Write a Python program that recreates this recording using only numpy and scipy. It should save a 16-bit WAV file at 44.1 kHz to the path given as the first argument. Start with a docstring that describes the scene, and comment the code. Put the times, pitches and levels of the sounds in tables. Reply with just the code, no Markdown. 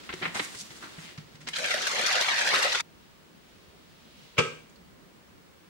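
"""In a kitchen, a plastic shaker bottle is closed: lid taps are filtered clicks, the thread is fine crackle.
It is shaken hard: bubble clouds and crackle churn, slaps splash, pockets of air gulp and ice clicks,
until the sound is cut short. Then the bottle is knocked down on the stone counter, as noise cracks
and damped modes. Below it all lie wandering room tone, a rustling sleeve and a thin steady whine."""
import sys
import numpy as np
from scipy import signal
from scipy.fft import rfft, irfft, next_fast_len
from scipy.io import wavfile
from scipy.ndimage import map_coordinates

SR = 44100
rng = np.random.default_rng(int(sys.argv[2]) if len(sys.argv) > 2 else 0)


def log_audio(samples):
    """Write samples as a 16-bit WAV file to the path given in sys.argv[1]."""
    # one column per channel
    frames = np.atleast_2d(samples).T
    # limit to full scale, then quantise
    limited = np.clip(frames, -1, 1)
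    pcm = np.round(limited * 32767).astype(np.int16)
    wavfile.write(sys.argv[1], SR, pcm)


N = 250916
T = np.arange(N) / SR
HALF_SECOND = SR // 2  # samples
FREQS = np.maximum(np.arange(N // 2 + 1) * SR / N, 1)  # Hz
SHAKE_START_S, SHAKE_CUT_S = 1.53, 2.809

# resonances of the plastic lid: [f/Hz, width/Hz, relative level/dB]
LID_RESONANCES = [(960, 110, -13), (1360, 100, -2), (1928, 16, 14), (2120, 46, 11.5), (3330, 81, -26),
                  (3950, 79, 5), (6820, 130, -13)]
# water hits an end of the bottle: [t/s, level/dB, f of the trapped air/Hz, wash fall/s, spray level/dB]
WATER_SLAPS = [(1.532, -24, 3028, 0.039, -45), (1.558, -21.5, 3970, 0.021, -35),
               (1.585, -23, 2050, 0.0053, -41), (1.64, -17.5, 2260, 0.031, -51),
               (1.705, -17.5, 2380, 0.0093, -32), (1.736, -17.5, 1740, 0.0058, -43),
               (1.819, -24, 3880, 0.051, -32.5), (1.866, -16, 1540, 0.01, -31.5),
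               (1.91, -19, 1390, 0.0078, -36), (1.952, -19, 1420, 0.052, -42),
               (1.988, -18, 1700, 0.2, -34.5), (2.061, -17.5, 1380, 0.14, -25),
               (2.103, -17, 1550, 0.048, -39), (2.152, -18, 2420, 0.0096, -33),
               (2.209, -18.5, 3760, 0.039, -30), (2.283, -13, 2160, 0.011, -36),
               (2.314, -20.5, 1780, 0.0073, -45), (2.336, -30, 2200, 0.013, -36),
               (2.38, -16.5, 1800, 0.023, -34.5), (2.409, -15, 1700, 0.0079, -39),
               (2.468, -16, 1880, 0.17, -30.5), (2.538, -12.5, 1260, 0.024, -33),
               (2.581, -28, 2180, 0.013, -32), (2.622, -14.5, 1420, 0.02, -27),
               (2.644, -16.5, 1290, 0.019, -44), (2.69, -32, 1400, 0.012, -48),
               (2.721, -20.5, 2180, 0.019, -30), (2.746, -15, 1410, 0.02, -33),
               (2.797, -22.5, 1350, 0.018, -38)]
# big pockets of air close: [t/s, level/dB, f/Hz]
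AIR_GULPS = [(1.742, -22.5, 604), (1.777, -30.5, 448), (1.943, -30, 540), (1.996, -23, 520),
             (2.036, -26, 474), (2.098, -33, 615), (2.21, -22, 610), (2.214, -35, 397), (2.284, -29, 776),
             (2.471, -24, 910), (2.516, -29, 546), (2.537, -19.5, 520), (2.649, -22, 546)]


def undb(db):
    """Decibels to gain."""
    return 10 ** (np.asarray(db) / 20)


def unit(x):
    """Scale to an rms of one."""
    return x / np.sqrt(np.mean(x ** 2))


def shape(points):
    """Gain at every frequency from (Hz, dB) points, falling away below the first and level above the last."""
    hz, db = np.transpose(points)
    return undb(np.interp(np.log(FREQS), np.log(hz), db)) * np.minimum(FREQS / hz[0], 1) ** 2


def lowpass(edge_hz, power):
    """Smooth gain curve that is one in the bass and a half at its edge."""
    return 1 / (1 + (FREQS / edge_hz) ** power)


def resonance(hz, width):
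    """Response of one resonance, gain 1 at its centre."""
    return 1 / (1 + 1j * (FREQS ** 2 - hz ** 2) / (FREQS * width))


def rings(peaks, db):
    """Response of a wall whose resonances are added to a flat spectrum."""
    return 1 + undb(db) * sum(undb(d) * resonance(hz, width) for hz, width, d in peaks)


def colour(x, response):
    """Filter a steady sound and bring it to an rms of one."""
    size = next_fast_len(N, True)
    hz = np.arange(size // 2 + 1) * SR / size
    spectrum = rfft(x, size) * np.interp(hz, FREQS, response)
    return unit(irfft(spectrum, size)[..., :N])


def noise(alike=0.):
    """White noise in two channels; alike is the correlation between them."""
    mid, side = rng.standard_normal((2, N))
    c = np.clip(alike, -1, 1)
    return mid * np.sqrt((1 + c) / 2) + side * np.sqrt((1 - c) / 2) * np.array([[1], [-1]])


def crackle(rate, spread_db):
    """Random clicks, rate per second, of very unequal size and with unrelated levels left and right."""
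    hits = rng.random(N) < rate / SR
    size_db = spread_db * np.minimum(rng.exponential(size=N), 4)
    return hits * noise() * undb(size_db)


def walk(rate):
    """A random wander with a spread near one, taking rate new values per second."""
    return np.interp(T * rate, np.arange(2000), rng.standard_normal(2000))


def restless(x, low_hz, high_hz, depth_db, rate, count):
    """Let neighbouring parts of the spectrum swell and sink on their own."""
    size = next_fast_len(N, True)
    hz = np.arange(size // 2 + 1) * SR / size
    place = np.interp(np.log(1 + hz), np.log([low_hz, high_hz]), [0, count - 1])
    spectrum = rfft(x, size)
    out = np.zeros((2, N))
    for k in range(count):
        band = irfft(spectrum * np.maximum(1 - abs(place - k), 0), size)[:, :N]
        out += band * undb(depth_db * walk(rate))
    return out


def add(out, s, x):
    """Mix a short sound in at time s."""
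    i = max(int(s * SR), 0)
    out[..., i:i + x.shape[-1]] += x[..., :N - i]


def fade(t60):
    """Exponential decay, half a second long."""
    return np.exp(-np.log(1000) * T[:HALF_SECOND] / t60)


def excerpt(source, s):
    """Half a second of a steady source from time s."""
    return source[:, int(s * SR):][:, :HALF_SECOND]


def burst(source, s, t60, rise_s):
    """The piece of a steady source at time s, swelling quickly and dying away."""
    envelope = fade(t60) * (1 - np.exp(-T[:HALF_SECOND] / rise_s)) ** 2
    return excerpt(source, s) * envelope / envelope.max()


def swell(s, rise, fall):
    """Envelope that grows exponentially to one at time s and dies away; rise and fall are time constants."""
    return np.exp(-np.minimum(np.maximum((s - T) / rise, (T - s) / fall), 30))


def ring(hz, t60, lag_s=0., glide=0.):
    """One damped mode, lagging on the right; a positive glide raises its pitch like a bubble's."""
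    t = T[:HALF_SECOND]
    heard_t = t - np.array([[0], [lag_s]])
    wave = np.sin(2 * np.pi * hz * heard_t * (1 + glide * t / t60))
    return wave * fade(t60) * (1 - np.exp(-2 * hz * t))


def bubbles(low_hz, high_hz, cycles, glide, spread_db, count):
    """A cloud of bubbles through the shake; each rings for a few cycles and rises in pitch."""
    when, pitch, size, life, place = rng.random((count, 5)).T[..., None]
    hz = low_hz * (high_hz / low_hz) ** pitch
    k = np.arange(int(cycles * SR / low_hz))
    turns = hz * k / SR
    age = np.minimum(turns / (cycles * (.5 + life)), 2)
    decay = np.exp(-np.log(100) * age)
    envelope = decay * np.sqrt(hz / low_hz) * undb(-spread_db * np.log(size + .02))
    start = ((SHAKE_START_S + when * (SHAKE_CUT_S - SHAKE_START_S)) * SR).astype(int)
    sides = []
    for lag in (0, place):  # each bubble has its own phase on the right
        wave = envelope * np.sin(2 * np.pi * (turns * (1 + glide * age) + lag))
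        sides.append(np.bincount((start + k).ravel(), wave.ravel(), N))
    return np.array(sides)


def kitchen(x, wet_db):
    """Direct sound plus the room's tail of decaying noise, unrelated left and right."""
    t60_s, treble_t60_s = 0.41, 0.48
    t = T[:HALF_SECOND]
    tail = rng.standard_normal((2, len(t)))
    dull = signal.sosfilt(signal.butter(1, 3000, fs=SR, output="sos"), tail)
    tail = (dull * fade(t60_s) + (tail - dull) * fade(treble_t60_s)) * (t > .004)
    tail = unit(tail) / np.sqrt(len(t))
    return x + signal.fftconvolve(x, undb(wet_db) * tail, axes=1)[:, :N]


def room():
    """Room tone is shaped noise whose bass wanders; a sleeve rustles as noise swells; a sine whines."""
    # spectrum of the quiet room: [f/Hz, level/dB]
    tone_colour = shape([(15, -42), (25, -17.5), (65, -5), (119, -9.5), (164, -2), (301, -8), (353, -6),
                         (846, -15.5), (916, -13.5), (2140, -17.5), (4030, -22), (6330, -26.5),
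                         (14000, -34.5)])
    # the arm moves in its sleeve: [t of the peak/s, level/dB, rise/s, fall/s]
    sleeve_moves = [(3.03, -64.5, 0.16, .2), (3.5, -64.5, 0.11, 0.63), (4.24, -57.5, 0.24, 0.24)]
    tone_db, whine_db, whine_hz = -55, -73.5, 15644
    bass = lowpass(450, 4)
    rumble = restless(noise(alike=0.098), 36.5, 434, depth_db=3.5, rate=16, count=9)
    rumble = colour(rumble * undb(0.5 * walk(5.76)), tone_colour * np.sqrt(bass))
    air = colour(noise(alike=-0.048), tone_colour * np.sqrt(1 - bass))
    tone = unit(rumble + undb(-1.0) * air)
    moves = sum(undb(db) * swell(s, rise, fall) for s, db, rise, fall in sleeve_moves)
    sleeve = moves * colour(noise(), resonance(3100, 3300) ** 2)
    return undb(tone_db) * tone + sleeve + undb(whine_db) * np.sin(2 * np.pi * whine_hz * T)


def judder():
    """Stick and slip: each uneven slip starts sharply and sinks until the next."""
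    slips_per_s, depth_db = 170, 8
    phase = np.cumsum(slips_per_s * np.exp(0.23 * walk(120))) / SR
    return unit(undb(-depth_db * (phase % 1)))


def thread():
    """Fine crackle of the turning lid, with louder slides that stick and slip."""
    # spectrum of plastic thread on thread: [f/Hz, level/dB]
    thread_colour = shape([(240, 2.5), (400, -2), (680, -6), (1210, -5), (1820, -3.5), (2620, -4.5),
                           (7350, -0.5), (15000, -17.5)])
    # the thread catches and slides: [t of the peak/s, level/dB, rise/s, fall/s, f/Hz, width/share of f]
    slides = [(0.227, -38.5, .006, 0.039, 620, 1.2), (.356, -37, 0.0089, .03, 845, 1.3),
              (.448, -39.5, 0.025, 0.0075, 6850, 1.4), (.45, -45, 0.045, 0.0071, 2180, .5),
              (.616, -36, 0.036, 0.0067, 5500, 1.2), (.77, -52.5, 0.035, 0.018, 5470, 1.4),
              (0.827, -41, 0.0043, 0.039, 1400, 0.78), (1.0, -52.5, 0.023, 0.067, 5750, 1.4),
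              (1.09, -47.5, 0.13, 0.035, 2510, 1.06)]
    rub_db, rub_fade_db_per_s = -50, 0.5
    bites_s, hiss_db, hiss_rise_s, hiss_fade_db_per_s = 0.41, -54, 0.44, 9.5
    tight_s, release_s = 1.024, 0.23
    grit_per_s, grit_db = 71, -16  # powder caught in the thread; share of the rub
    uneven_db, jerks_per_s = 2.5, 39  # the thread binds and frees

    turning = np.exp(-np.maximum(T - tight_s, 0) / release_s)
    rub = turning * undb(rub_db - rub_fade_db_per_s * T)
    # the hiss grows until the thread bites, then wanes
    since = T - bites_s
    growth = np.exp(np.minimum(since, 0) / hiss_rise_s)
    hiss = turning * growth * undb(hiss_db - hiss_fade_db_per_s * np.maximum(since, 0))
    low = lowpass(5000, 6)
    out = rub * colour(crackle(7000, 0.76), thread_colour * low)
    out += hiss * colour(crackle(9000, 0.83), thread_colour * (1 - low))
    grit = colour(crackle(grit_per_s, 0.83), thread_colour * rings(LID_RESONANCES, -4.0))
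    out += rub * undb(grit_db) * grit
    out *= undb(uneven_db * walk(jerks_per_s))

    grain = colour(judder() * crackle(11000, 1.6), lowpass(11000, 6))
    for s, db, rise, fall, hz, width in slides:
        out += undb(db) * swell(s, rise, fall) * colour(grain, resonance(hz, width * hz) ** 2)
    return kitchen(out, wet_db=-7)


def lid():
    """Plastic chatters on plastic: each tap is a short cluster of clicks filtered by the lid's resonances."""
    # the lid meets the neck, and later knocks in the hand: [t/s, level/dB, t60/s, treble edge/Hz]
    taps = [(0.089, -27, 0.071, 3140), (.125, -28, 0.034, 3970), (0.137, -35, 0.023, 7600),
            (.212, -35, 0.051, 2500), (0.219, -24.5, 0.24, 3430), (0.252, -24, 0.041, 2860),
            (0.342, -30.5, 0.44, 8900), (0.356, -33, 0.075, 4480), (.393, -20, 0.03, 4460),
            (0.548, -38.5, 0.023, 8900), (0.702, -43.5, 0.046, 6050), (0.835, -38, 0.046, 3640),
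            (0.981, -40.5, 0.082, 2470), (1.174, -39.5, 0.044, 6200), (1.349, -49.5, 0.074, 7140),
            (1.402, -48.5, 0.2, 7900), (1.465, -43, 0.03, 5060), (1.471, -26, 0.033, 5800),
            (1.484, -30, 0.028, 9800)]
    # spectrum of the taps before resonance and treble lift: [f/Hz, level/dB]
    lid_colour = shape([(120, -18), (200, -11), (370, -6), (624, -16), (789, -6.5), (849, -14), (1040, -5),
                        (1200, -8.5), (1360, -5.5), (2090, -5.5), (4010, -9.5), (15000, -19.5)])
    # fingers shift on the bottle: [t/s, level/dB, f/Hz]
    finger_ticks = [(4.694, -61, 7010), (4.757, -57, 4450)]
    response = lid_colour * rings(LID_RESONANCES, -9.5) * (1 + FREQS / 7000)
    chatter = colour(crackle(9000, 1.0), response)
    out = np.zeros((2, N))
    for s, db, t60, edge_hz in taps:
        soft = signal.butter(4, min(edge_hz, SR / 3), fs=SR, output="sos")
        add(out, s, undb(db) * signal.sosfilt(soft, burst(chatter, s, t60, 0.0038)))
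    for s, db, hz in finger_ticks:
        tick = colour(noise(), resonance(hz, 560))
        add(out, s, undb(db) * burst(tick, s, 0.031, 0.0023))
    return kitchen(out, wet_db=-8.5)


def thumps():
    """Soft pushes ring the filled bottle and the counter low down: a damped sine with a little dull noise."""
    # the hands push on lid and bottle: [t/s, level/dB, f/Hz, t60/s]
    pushes = [(0.095, -40, 75, 0.085), (0.136, -41, 215, 0.042), (.138, -30.5, 368, 0.057),
              (.213, -36, 367, 0.13), (.228, -42, 172, 0.24), (.26, -36.5, 172, 0.33),
              (.258, -33, 506, 0.028), (.351, -31, 210, 0.048), (0.357, -39, 368, 0.051),
              (.396, -29.5, 552, 0.025), (0.399, -34, 300, 0.12), (0.553, -45.5, 131, 0.14),
              (.618, -41, 202, 0.096), (0.702, -42, 147, 0.098), (0.836, -42, 298, 0.057),
              (.981, -35.5, 160, 0.12), (1.18, -31.5, 151.6, 0.1), (1.345, -40.5, 147, 0.062),
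              (1.392, -46, 152.6, 0.35), (1.48, -54, 165, 0.32)]
    # the hand takes hold of the bottle: [t of the peak/s, level/dB, rise/s, fall/s]
    grips = [(1.23, -58, 0.015, 0.051), (1.41, -58, 0.03, .05)]
    flesh = colour(noise(alike=0.7), resonance(151, 146) ** 2)
    out = np.zeros((2, N))
    for s, db, hz, t60 in pushes:
        pat = undb(-13.5) * burst(flesh, s, t60, 0.00097)
        add(out, s, undb(db) * (ring(hz, t60, lag_s=0.00022) + pat))
    out += flesh * sum(undb(db) * swell(s, rise, fall) for s, db, rise, fall in grips)
    return kitchen(out, wet_db=-14.0)


def water_motion():
    """Churn follows effort, roll and slosh the rolling; slaps feed churn and spray, gulps feed roll."""
    # how hard the arm shakes: [t/s, churning level/dB]
    effort_curve = [(1.54, -37), (1.63, -38), (1.736, -33.5), (1.768, -35), (2.038, -32), (2.528, -29.5),
                    (2.8, -33.5)]
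    # how much water rolls from end to end: [t/s, low rumble level/dB, hollow slosh level/dB]
    rolling = [(1.53, -80, -56), (1.592, -45.5, -55), (1.734, -44, -51), (1.908, -47.5, -45.5),
               (1.996, -37, -47.5), (2.088, -50.5, -42.5), (2.166, -38, -42.5), (2.198, -47, -44),
               (2.212, -44, -37), (2.244, -58, -46.5), (2.29, -47, -35), (2.34, -45.5, -45.5),
               (2.506, -41, -45), (2.54, -34.5, -38.5), (2.608, -43, -39), (2.662, -41, -35.5),
               (2.718, -52.5, -49), (2.756, -37, -40), (2.782, -52, -61), (2.8, -68, -42.5)]
    start_s = .02  # time constant: the water breaks loose with the first stroke
    mist_db, spray_fall_s = -40, 0.011  # fine spray between the slaps, and the fall of each throw
    wash_rise_s, wash_db = 0.0087, -11  # after a slap the water washes along the wall
    gulp_roll_db, gulp_rise_s, gulp_fall_s = -17.5, 0.005, 0.011  # water rolls in around each pocket

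    effort = undb(np.interp(T, *np.transpose(effort_curve)))
    moving = 1 - np.exp(-np.maximum(T - SHAKE_START_S, 0) / start_s)
    # surges add up as power
    wash, thrown, inrush = np.zeros((3, N))
    for s, db, _, wash_fall, spray_db in WATER_SLAPS:
        peak_s = s + wash_rise_s
        wash += (undb(db + wash_db) * swell(peak_s, wash_rise_s, wash_fall)) ** 2
        thrown += (undb(spray_db) * swell(peak_s, wash_rise_s, spray_fall_s)) ** 2
    for s, db, _ in AIR_GULPS:
        inrush += (undb(db + gulp_roll_db) * swell(s + gulp_rise_s, gulp_rise_s, gulp_fall_s)) ** 2
    times, rumble_db, slosh_db = np.transpose(rolling)
    churn = np.sqrt((moving * effort) ** 2 + wash)
    roll = np.sqrt((moving * undb(np.interp(T, times, rumble_db))) ** 2 + inrush)
    slosh = moving * undb(np.interp(T, times, slosh_db))
    spray = np.sqrt((moving * undb(mist_db)) ** 2 + thrown)
    return churn, roll, slosh, spray


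def slaps(wall):
    """Each landing bursts into crackling drops around a resonant pocket of air; big pockets gulp upwards."""
    splash = colour(crackle(7000, 0.97), wall / np.sqrt(1 + (550 / FREQS) ** 4))
    out = np.zeros((2, N))
    for s, db, hz, _, _ in WATER_SLAPS:
        drops = burst(splash, s, 0.066, 0.0013)
        pocket = signal.lfilter(*signal.iirpeak(hz, 9, fs=SR), drops)
        add(out, s, undb(db) * (undb(-17.5) * drops + undb(-1.0) * pocket))
    for s, db, hz in AIR_GULPS:
        add(out, s, undb(db) * ring(hz, 22 / hz, lag_s=0.00025, glide=0.055))
    return out


def ice():
    """Each cube gives a hard, short click on the wall: resonant noise dying fast."""
    # ice cubes strike the wall: [t/s, level/dB, f/Hz]
    hits = [(1.586, -30, 7500), (1.642, -27, 2300), (1.66, -29, 7100), (1.742, -25.5, 4530),
            (1.819, -30, 5470), (1.87, -24, 2401), (1.895, -29, 6002), (1.947, -31, 6500),
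            (2.014, -29, 7000), (2.064, -24, 5400), (2.092, -32, 6500), (2.128, -21.5, 5000),
            (2.154, -24, 3500), (2.211, -24, 5500), (2.234, -41, 6860), (2.284, -26, 2300),
            (2.34, -30, 2980), (2.393, -32, 7000), (2.407, -28, 7500), (2.417, -24, 2200),
            (2.449, -33, 6000), (2.467, -27, 5000), (2.49, -25, 4500), (2.547, -36, 4200),
            (2.606, -37, 6500), (2.646, -29, 2500), (2.805, -26, 5900)]
    t60_s, width = 0.01, 0.57  # width as a share of the pitch
    contact = noise()
    soft = signal.butter(2, 10500, fs=SR, output="sos")
    out = np.zeros((2, N))
    for s, db, hz in hits:
        click = signal.lfilter(*signal.iirpeak(hz, 1 / width, fs=SR), excerpt(contact, s))
        click = unit(signal.sosfilt(soft, click))
        add(out, s, undb(db) * burst(click, 0, t60_s, 0.00021))
    return out


def air_space(x):
    """One bounce between lid and water; the gap keeps changing, so the comb of resonances slides."""
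    length_m, swing, rate_hz = 0.149, 0.286, 12  # typical length, its relative wander, how fast
    round_trip_s = 2 * length_m * np.exp(swing * walk(rate_hz)) / 343
    echo = undb(-7)
    bounced = np.array([map_coordinates(side, [(T - round_trip_s) * SR]) for side in x])
    return (x + echo * bounced) / np.hypot(1, echo)


def shaking():
    """Bubble clouds and crackle make foam, spray and rolling water, stopping dead at the end."""
    # spectrum of water in the bottle, before the wall rings: [f/Hz, level/dB]
    water_colour = shape([(71, -44), (120, -19), (173, -11.5), (300, -10), (545, 0), (733, -6), (796, -6.5),
                          (863, -7.5), (1870, -1.5), (3170, -4), (3810, -3), (6210, -9), (11200, -26.5),
                          (15500, -40)])
    # resonances of the bottle wall: [f/Hz, relative level/dB]
    wall_rings = [(530, -7.5), (942, -1.5), (1272, -24), (1388, -12), (1611, -0.5), (1900, -8), (2776, 2),
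                  (3386, -3), (3566, -7), (3682, 1), (4338, 3.5)]
    wall_width_hz = 8.9
    foam_db, churn_db, rattle_db = -7.5, -7.5, -12  # shares of the churn
    pockets_db, roll_db = -5, -3  # shares of the rolling
    rattle_per_s = 220  # small chips of ice
    lumps_db, lumps_per_s = 2.2, 44

    churn, roll, slosh, spray = water_motion()
    wall = water_colour * rings([(hz, wall_width_hz, db) for hz, db in wall_rings], 0.46)
    deep, bass = lowpass(750, 10), lowpass(1300, 10)
    treble = 1 / (1 + (5000 / FREQS) ** 6)
    middle = wall * np.sqrt((1 - bass) * (1 - treble))
    foam = colour(bubbles(1100, 7000, cycles=30, glide=0.07, spread_db=1.8, count=2300), middle)
    pockets = bubbles(361.5, 1505, cycles=14, glide=0.14, spread_db=2, count=900)
    out = churn * (undb(foam_db) * foam + undb(churn_db) * colour(crackle(6000, 0.74), middle))
    chip_colour = wall * np.sqrt(1 - bass) * (1 + FREQS / 9000)
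    out += churn * undb(rattle_db) * colour(crackle(rattle_per_s, 0.88), chip_colour)
    deep_band, hollow_band = wall * np.sqrt(deep), wall * np.sqrt(bass * (1 - deep))
    for strength, band in (roll, deep_band), (slosh, hollow_band):
        rush = undb(roll_db) * colour(crackle(2500, 2.6), band)
        out += strength * (undb(pockets_db) * colour(pockets, band) + rush)
    out += spray * colour(crackle(5000, 0.81), wall * np.sqrt(treble))
    # the water tears into lumps: its bands and its level flutter
    out = restless(out, 524, 9030, depth_db=lumps_db, rate=lumps_per_s, count=18)
    out *= undb(0.35 * walk(90))
    heard = kitchen(air_space(out + slaps(wall) + ice()), wet_db=-7.5)
    cut = np.exp(-np.maximum(T - SHAKE_CUT_S, 0) / 0.0036)
    return heard * cut * undb(np.array([[1], [-1]]) * .5)  # leans slightly left


def knock():
    """The base strikes stone: a noise crack at each contact, and damped modes of bottle and counter."""
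    # the base lands rim first, then flat: [t/s, crack level/dB, treble edge/Hz]
    landing = [(4.368, -41.5, 4000), (4.376, -32, 6000), (4.382, -20, 13000), (4.388, -22.5, 7100),
               (4.395, -25.5, 1600)]
    # modes of the bottle: [f/Hz, relative level/dB, t60/s]
    base_modes = [(988, -17, 0.36), (1200, -16, 0.35), (1273, -3, 0.06), (1590, -13, 0.44),
                  (2050, -15, .25), (2164, -20, 0.38), (2280, 8, .035), (2330, -8.5, 0.34),
                  (2401, -13.5, 0.51), (2590, -8, .18), (2810, -5, 0.039), (2903, -15, 0.29),
                  (3310, -8.5, 0.24), (3430, -17, .25), (3700, -14, 0.31), (4398, -24, 0.49),
                  (4533, -28, .25), (5300, -15, .2), (5604, -22, .3), (5965, -27, .27), (6315, -21, .12),
                  (7100, -22, .35), (7660, -17, 0.36), (8350, -21, 0.4)]
    # spectrum of the crack: [f/Hz, level/dB]
    base_colour = shape([(45, -26), (80, -10), (151, -4), (333, -13), (489, -3.5), (829, -20), (1280, -6.5),
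                         (1740, -16.5), (2020, -12), (2890, -9.5), (3850, -22.5), (6530, -22), (9820, -36),
                         (15500, -51)])
    # modes of the counter and the bottle on it: [f/Hz, relative level/dB, t60/s]
    counter_modes = [(128, -9, 0.11), (151.7, -0.5, 0.23), (157.7, -14.5, 0.75), (242.7, -10.5, 0.42),
                     (381, -10, 0.38), (455, -7, 0.47), (482.8, 0, 0.34), (490, 5, 0.072), (560, -14, .2)]
    bottle_s, bottle_db = 4.381, -23.5  # the hardest contact rings the bottle
    counter_s, counter_db = 4.385, -28  # its weight then arrives on the counter
    rim_hz, rim_db, rim_t60_s = 1284, -29.5, .8  # the base sings while it stands on its rim
    settles_s, settle_fall_s = 4.483, 0.0069  # lying flat damps it
    click_db, click_t60_s = -34, 0.005

    grit = colour(noise(alike=0.034), base_colour * FREQS / (FREQS + 120))
    bottle = sum(undb(db) * ring(hz, t60, lag_s=.00008) for hz, db, t60 in base_modes)
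    counter = sum(undb(db) * ring(hz, t60, lag_s=0.00031) for hz, db, t60 in counter_modes)
    settled = np.maximum(T[:HALF_SECOND] + bottle_s - settles_s, 0)
    rim = ring(rim_hz, rim_t60_s, lag_s=.00008) * np.exp(-settled / settle_fall_s)
    crack, ringing, singing, click = np.zeros((4, 2, N))
    for s, db, edge_hz in landing:
        soft = signal.butter(2, min(edge_hz, SR / 3), fs=SR, output="sos")
        add(crack, s, undb(db) * signal.sosfilt(soft, burst(grit, s, 0.055, 0.0025)))
    add(ringing, bottle_s, undb(bottle_db) * bottle)
    add(ringing, counter_s, undb(counter_db) * counter)
    add(singing, bottle_s, undb(rim_db) * rim)
    # the hardest contact with the stone also gives a bright click
    hardest_s = max(landing, key=lambda row: row[1])[0]
    bright = colour(noise(), resonance(9000, 9000))
    add(click, hardest_s, undb(click_db) * burst(bright, hardest_s, click_t60_s, 0.00027))
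    out = click + kitchen(crack, wet_db=-5.5)
    return out + kitchen(ringing, wet_db=-13) + kitchen(singing, wet_db=-16)


def scene():
    """Closing, shaking and setting down, over the room."""
    return room() + thread() + lid() + thumps() + shaking() + knock()


def record(dry):
    """A steep low-pass cuts the top of the treble."""
    top_hz = 15850
    return signal.sosfilt(signal.ellip(10, .2, 80, top_hz, fs=SR, output="sos"), dry)


dry = scene()
out = record(dry)
log_audio(out)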